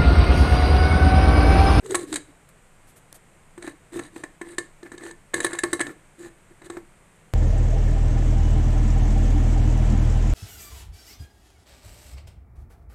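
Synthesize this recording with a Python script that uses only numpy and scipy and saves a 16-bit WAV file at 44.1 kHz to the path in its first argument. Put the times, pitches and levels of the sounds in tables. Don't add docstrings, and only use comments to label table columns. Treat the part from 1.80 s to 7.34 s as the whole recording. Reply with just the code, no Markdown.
import sys
import numpy as np
from scipy import signal
from scipy.fft import rfft, irfft, next_fast_len
from scipy.io import wavfile

SR = 44100
rng = np.random.default_rng(int(sys.argv[2]) if len(sys.argv) > 2 else 0)


def to_wav(s):
    ch = np.atleast_2d(s).T
    pcm = np.round(np.clip(ch, -1, 1) * 32767)
    wavfile.write(sys.argv[1], SR, pcm.astype(np.int16))


N = 244198

# (low_hz, high_hz)
KNOCK_HZ, RING_HZ, CLINK_HZ = (450, 1550), (1550, 2700), (2700, 14500)
BLOW_S = 0.012

# (start_s, strength_db, edge_db, sharpness_db)
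RIM_STRIKES = [(.059, -48.5, -6.5, 9), (0.106, -41, -7.5, 13), (.145, -28, 0.5, 0.5),
               (0.1511, -30, -1.5, 8.5), (.326, -34, -6.5, 8), (.339, -38.5, -3, 10.5), (.357, -38.5, 6, 6),
               (.364, -41, -3, 9.5), (1.777, -45.5, -7, 0), (1.823, -44, -1, 0), (1.843, -43.5, -7, -5),
               (1.875, -36, -4.5, -6), (2.158, -40.5, -12.5, -9), (2.192, -34.5, -3.5, -3.5),
               (2.361, -40.5, -6, -4.5), (2.436, -35.5, 0.5, -6.5), (2.613, -35.5, -2, -8),
               (2.782, -28, 1.5, -2.5), (3.029, -44.5, -5.5, -3), (3.117, -42, -1.5, -5),
               (3.178, -45.5, -2, 0.5), (3.234, -44.5, -0.5, -3.5), (3.309, -43.5, -2, 0),
               (3.5354, -37.5, 3.5, -14), (3.54, -26, 1.5, -1.5), (3.6027, -31.5, 3.5, -2),
               (3.645, -24, 0.5, 0), (3.663, -38.5, 8, -5.5), (3.731, -35, -2, 2), (3.787, -39, 12.5, -2),
               (3.8347, -23.5, -1.5, -2), (3.93, -25.5, -2, 3), (3.9935, -35, 0.5, -4),
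               (4.004, -27, -1, -3.5), (4.01, -34.5, 10, -3.5), (4.066, -39, 1.5, -6), (4.459, -49, -8, -1),
               (4.818, -50.5, -2, -6), (4.899, -39.5, -5.5, 2), (4.969, -39, -6.5, -7)]


def clinks():
    out = np.zeros(N)
    t = np.arange(int(0.3 * SR)) / SR
    for start_s, strength_db, edge_db, sharpness_db in RIM_STRIKES:
        boom_db, knock_db, ring_db, clink_db = contact_levels(start_s, strength_db, edge_db, sharpness_db)
        low_boom = boom(t, lid_pitch(start_s), t60=0.064, thud_db=-10.0)
        clear_db = 0.76 * (knock_db + 24.5)
        knock = strike(t, KNOCK_HZ, onset_s=0.000072, chatter_s=0.0038,
                       tail_db=1.5, tail_t60=0.07, modes_db=clear_db)
        ring = strike(t, RING_HZ, onset_s=0.00064, chatter_s=0.0076,
                      tail_db=-6.5, tail_t60=0.095, modes_db=seating(start_s)[0])
        clink = strike(t, CLINK_HZ, onset_s=0.0035, chatter_s=0.0056,
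                       tail_db=-10, tail_t60=0.055, modes_db=-9)
        top_db = clink_db + 26.5
        clink = unit(tint(clink, [(8500, 0), (13000, top_db)]), int(BLOW_S * SR))
        hit = undb(boom_db) * low_boom + undb(knock_db) * knock
        hit += undb(ring_db) * ring + undb(clink_db) * clink
        add(out, start_s, hit)
    return out


def strike(t, band, onset_s, chatter_s, tail_db, tail_t60, modes_db):
    blow = int(BLOW_S * SR)
    bounce_db = 4 * tint(noise(len(t)), [(300, 0), (700, 0), (2000, -30)], (200, 2000))
    chatter = unit(undb(bounce_db)) * np.exp(-(t / chatter_s) ** 4)
    contact = chatter + undb(tail_db) * fade(t, tail_t60)
    crack = unit(wall(len(t), band) * contact * (1 - np.exp(-t / onset_s)), blow)
    ring = unit(rim_modes(t, band) * (1 - np.exp(-t / 0.00096)), blow)
    return unit(crack + undb(modes_db) * ring, blow)


# (pitch_hz, level_db, t60_s)
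RIM_MODES = [(1100, -8.5, 0.097), (1336, -3.5, 0.016), (1683, -6, 0.09), (1764.4, 2.5, 0.058),
             (2142, -15.5, 0.15), (3876, 1.5, 0.056), (4060, -13.5, 0.1), (4630, -16, 0.12),
             (6480, -5, 0.1), (7100, -12, 0.086), (8280, 0, 0.12), (8500, -13, .055), (7930, 1, 0.061),
             (10020, -2, 0.1), (13120, -22, 0.025)]


def rim_modes(t, band):
    out = 0
    for pitch_hz, level_db, t60 in RIM_MODES:
        if band[0] < pitch_hz < band[1]:
            cycles = pitch_hz * (1 + 0.003 * rng.normal()) * t + rng.random()
            gain = undb(level_db + 2 * rng.normal())
            out = out + gain * fade(t, t60) * np.sin(2 * np.pi * cycles)
    return out


# (pitch_hz, level_db)
METAL_SPECTRUM = [(480, 4.5), (850, -0.5), (1300, -0.5), (2000, 3.5), (2500, -8), (3400, -9), (3900, -2.5),
                  (4700, -12), (5400, -23.5), (6100, -11), (8400, 1), (10300, -12.5), (11800, -24),
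                  (14000, -25)]


def wall(size, band):
    hz = np.linspace(400, 14500, 100)
    ripple_db = np.interp(hz, [2500, 6000], [1.5, 4])
    metal_hz, metal_db = np.transpose(METAL_SPECTRUM)
    db = np.interp(np.log(hz), np.log(metal_hz), metal_db) + ripple_db * noise(len(hz))
    return tint(noise(size), np.column_stack([hz, db]), band)


# (pitch_hz, level_db)
POT_THUD = [(45, -16), (105, 2), (210, -1.5), (330, 3.5), (470, -0.5), (850, -27)]


def boom(t, hz, t60, thud_db):
    blow = int(BLOW_S * SR)
    flex = 0
    for ratio, level_db in ((0.91, -36), (1, 11), (1.08, -3.5)):
        mode_hz = hz * ratio * (1 + 0.013 * rng.normal())
        flex = flex + undb(level_db) * np.sin(2 * np.pi * mode_hz * t)
    flex = unit(flex * fade(t, t60) * (1 - np.exp(-t / 0.0037)), blow)
    thud = tint(noise(len(t)), POT_THUD) * fade(t, 0.13)
    return unit(flex + undb(thud_db) * thud * (1 - np.exp(-t / 0.0012)), blow)


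# (time_s, pitch_hz)
LID_MODE = [(.07, 402.3), (.16, 355), (.37, 300.8), (1.78, 345), (1.9, 306.4), (2.16, 341.3), (2.2, 304),
            (2.44, 312), (2.62, 345), (3.93, 338.8), (4.05, 315.5), (4.95, 342)]


def lid_pitch(s):
    return np.interp(s, *np.transpose(LID_MODE))


# (time_s, clear_modes_db, knock_db)
LID_SEATING = [(.15, -16, 1), (.33, -13, -3), (2.5, -4.5, -4), (2.78, 9, -7), (4.05, 4, -3.5),
               (4.5, 0.5, -1)]


def seating(s):
    times, *columns = np.transpose(LID_SEATING)
    return [np.interp(s, times, column) for column in columns]


def contact_levels(s, strength_db, edge_db, sharpness_db):
    boom_db = strength_db - edge_db
    knock_db = strength_db + seating(s)[1]
    ring_db = strength_db + edge_db
    return boom_db, knock_db, ring_db, ring_db + sharpness_db


# (start_s, end_s, strength_db, edge_db, sharpness_db)
RIM_SLIDES = [(0.031, .1, -47.5, -5, 0), (0.094, 0.149, -37, -5.5, 1), (.16, 0.254, -41.5, -4.5, 2.5),
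              (.27, 0.388, -43.5, -6.5, 2.5), (0.476, 0.506, -64, -10.5, -6), (1.809, 1.924, -49, 3, -3.5),
              (2.125, 2.195, -41, -2, -3), (2.201, 2.284, -50.5, 2.5, -2), (2.33, 2.434, -50.5, -1, -1.5),
              (2.643, 2.755, -47.5, -0.5, -3), (3.047, 3.08, -46, 1.5, -17), (3.127, 3.152, -45, -1.5, -10),
              (3.2, 3.317, -43, 1, -6.5), (3.553, 3.594, -36, -0.5, -3), (3.621, 3.673, -39, 2.5, 1),
              (3.669, 3.797, -42.5, 5, -8), (3.871, 3.986, -47, -1.5, -3.5), (4.029, 4.129, -42, -2.5, -11),
              (4.383, 4.491, -46, -2.5, -3), (4.714, 4.722, -55.5, -2, -14), (4.843, 4.87, -47.5, -1, -2),
              (4.914, 4.969, -49, -1.5, -6)]
PUSH_DB = 2


def scrapes(judder_gain_db, rasp_gain_db, grit_gain_db, overhang_s):
    out = np.zeros(N)
    for start_s, end_s, strength_db, edge_db, sharpness_db in RIM_SLIDES:
        s = start_s - overhang_s
        size = int(max(end_s - start_s + 2 * overhang_s, BLOW_S) * SR)
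        judder_db, _, rasp_db, grit_db = contact_levels(start_s, strength_db, edge_db, sharpness_db)
        rasp = friction(size, (KNOCK_HZ[0], RING_HZ[1]), slips_per_s=110, slip_db=7.5, modes_db=-2.5)
        grit = friction(size, CLINK_HZ, slips_per_s=260, slip_db=-2, modes_db=-14.5)
        low = judder(size, lid_pitch(s + np.arange(size) / SR), waver=0.06, rumble_db=-8.0)
        layers = ((judder_db + judder_gain_db, low),
                  (rasp_db + rasp_gain_db, rasp),
                  (grit_db + grit_gain_db, grit))
        for level_db, sound in layers:
            push_db = PUSH_DB * (np.minimum(np.arange(len(sound)) / size, 1) - 0.5)
            add(out, s, undb(level_db + push_db) * sound)
    return out


def friction(size, band, slips_per_s, slip_db, modes_db):
    t = np.arange(int(0.15 * SR)) / SR
    slips = (rng.random(size) < slips_per_s / SR) * rng.exponential(size=size)
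    ticks = signal.lfilter([1], [1, -np.exp(-1 / (0.0016 * SR))], slips)
    force = (1 + undb(slip_db) * ticks) * np.sin(np.pi * np.arange(size) / size)
    ring = signal.fftconvolve(force * noise(size), rim_modes(t, band))
    rub = np.pad(force * wall(size, band), (0, len(t) - 1))
    scrape = unit(rub, size) + undb(modes_db) * unit(ring, size)
    return unit(tint(scrape, [(9000, 1), (13000, -1)]), size)


def judder(size, hz, waver, rumble_db):
    wander = [(30, 1.5), (60, -3.0), (150, -63)]  # (Hz, dB)
    pace, grip = (tint(noise(size + SR // 4), wander)[:size] for _ in range(2))
    wandering_hz = hz * (1 + waver * (pace - pace.mean()))
    tone = np.sin(2 * np.pi * np.cumsum(wandering_hz) / SR) * undb(4.1 * grip)
    rumble = undb(rumble_db) * tint(noise(size), POT_THUD)
    return unit((unit(tone) + rumble) * swell(size, edge=0.39))


# (pitch_hz, level_db)
FINGER_SPECTRUM = [(500, 5.5), (2000, -1), (5000, -5.5), (9000, 3.5), (12500, 1), (14000, -5)]
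# (start_s, length_s, level_db)
FINGER_BRUSHES = [(0.688, 0.0068, -53), (0.689, 0.019, -63), (1.068, 0.066, -60), (1.156, 0.045, -56.5),
                  (1.3266, 0.0032, -38), (1.339, 0.043, -51.5)]


def fingers():
    out = np.zeros(N)
    for start_s, length_s, level_db in FINGER_BRUSHES:
        t = np.arange(int(2 * length_s * SR) + 2) / SR
        touch = t / length_s * np.exp(-(2 * t / length_s) ** 2)
        skin = tint(noise(len(t)), FINGER_SPECTRUM)
        add(out, start_s, undb(level_db) * skin * unit(touch, len(t) // 2))
    return out


def kitchen(x, wet_db, t60, delay_s):
    t = np.arange(SR // 2) / SR
    tail = tint(noise(len(t)), [(100, 1.5), (400, 4.5), (2000, -2.5), (8000, -3.0), (14000, -12.0)])
    tail *= fade(t, t60) * (1 - np.exp(-(t / delay_s) ** 2))
    return undb(wet_db) * signal.fftconvolve(x, tail / np.linalg.norm(tail))[:N]


# (pitch_hz, level_db)
QUIET_SPECTRUM = [(20, 3.5), (30, -9.5), (55, -14.5), (160, -9), (260, -20), (500, -19), (1000, -22.5),
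                  (2200, -24.5), (3600, -35), (5400, -40.5), (6800, -34), (8400, -27.5), (11000, -41),
                  (14000, -46)]


def background():
    return tint(noise(N), QUIET_SPECTRUM) * undb(-54)


def undb(db):
    return 10 ** (np.asarray(db) / 20)


def unit(x, size=None):
    return x / np.sqrt(np.mean(x[:size] ** 2) + 1e-18)


def tint(x, colour, band=(15, 20000)):
    size = next_fast_len(len(x))
    f = np.maximum(np.arange(size // 2 + 1) * SR / size, 1)
    hz, db = np.transpose(colour)
    gain = undb(np.interp(np.log(f), np.log(hz), db))
    gain = gain * (f > band[0]) * (f < band[1])
    return unit(irfft(rfft(x, size) * gain, size)[:len(x)])


def noise(size):
    return rng.standard_normal(size)


def fade(t, t60):
    return np.exp(-np.log(1000) * t / t60)


def swell(size, edge):
    return unit(signal.windows.tukey(size, np.clip(edge, 0, 1)))


def add(out, s, x):
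    i = max(int(s * SR), 0)
    out[i:i + len(x)] += x[:max(len(out) - i, 0)]


def scene():
    cooker = clinks()
    cooker = cooker + scrapes(judder_gain_db=0, rasp_gain_db=-5.5, grit_gain_db=-4.5, overhang_s=0.009)
    room = kitchen(cooker, wet_db=-17.5, t60=0.29, delay_s=0.0089)
    return (cooker + room + fingers() + background())[None]


def record(dry):
    return signal.sosfilt(signal.ellip(8, 0.2, 70, 13900, fs=SR, output="sos"), dry)


dry = scene()
out = record(dry)
to_wav(out)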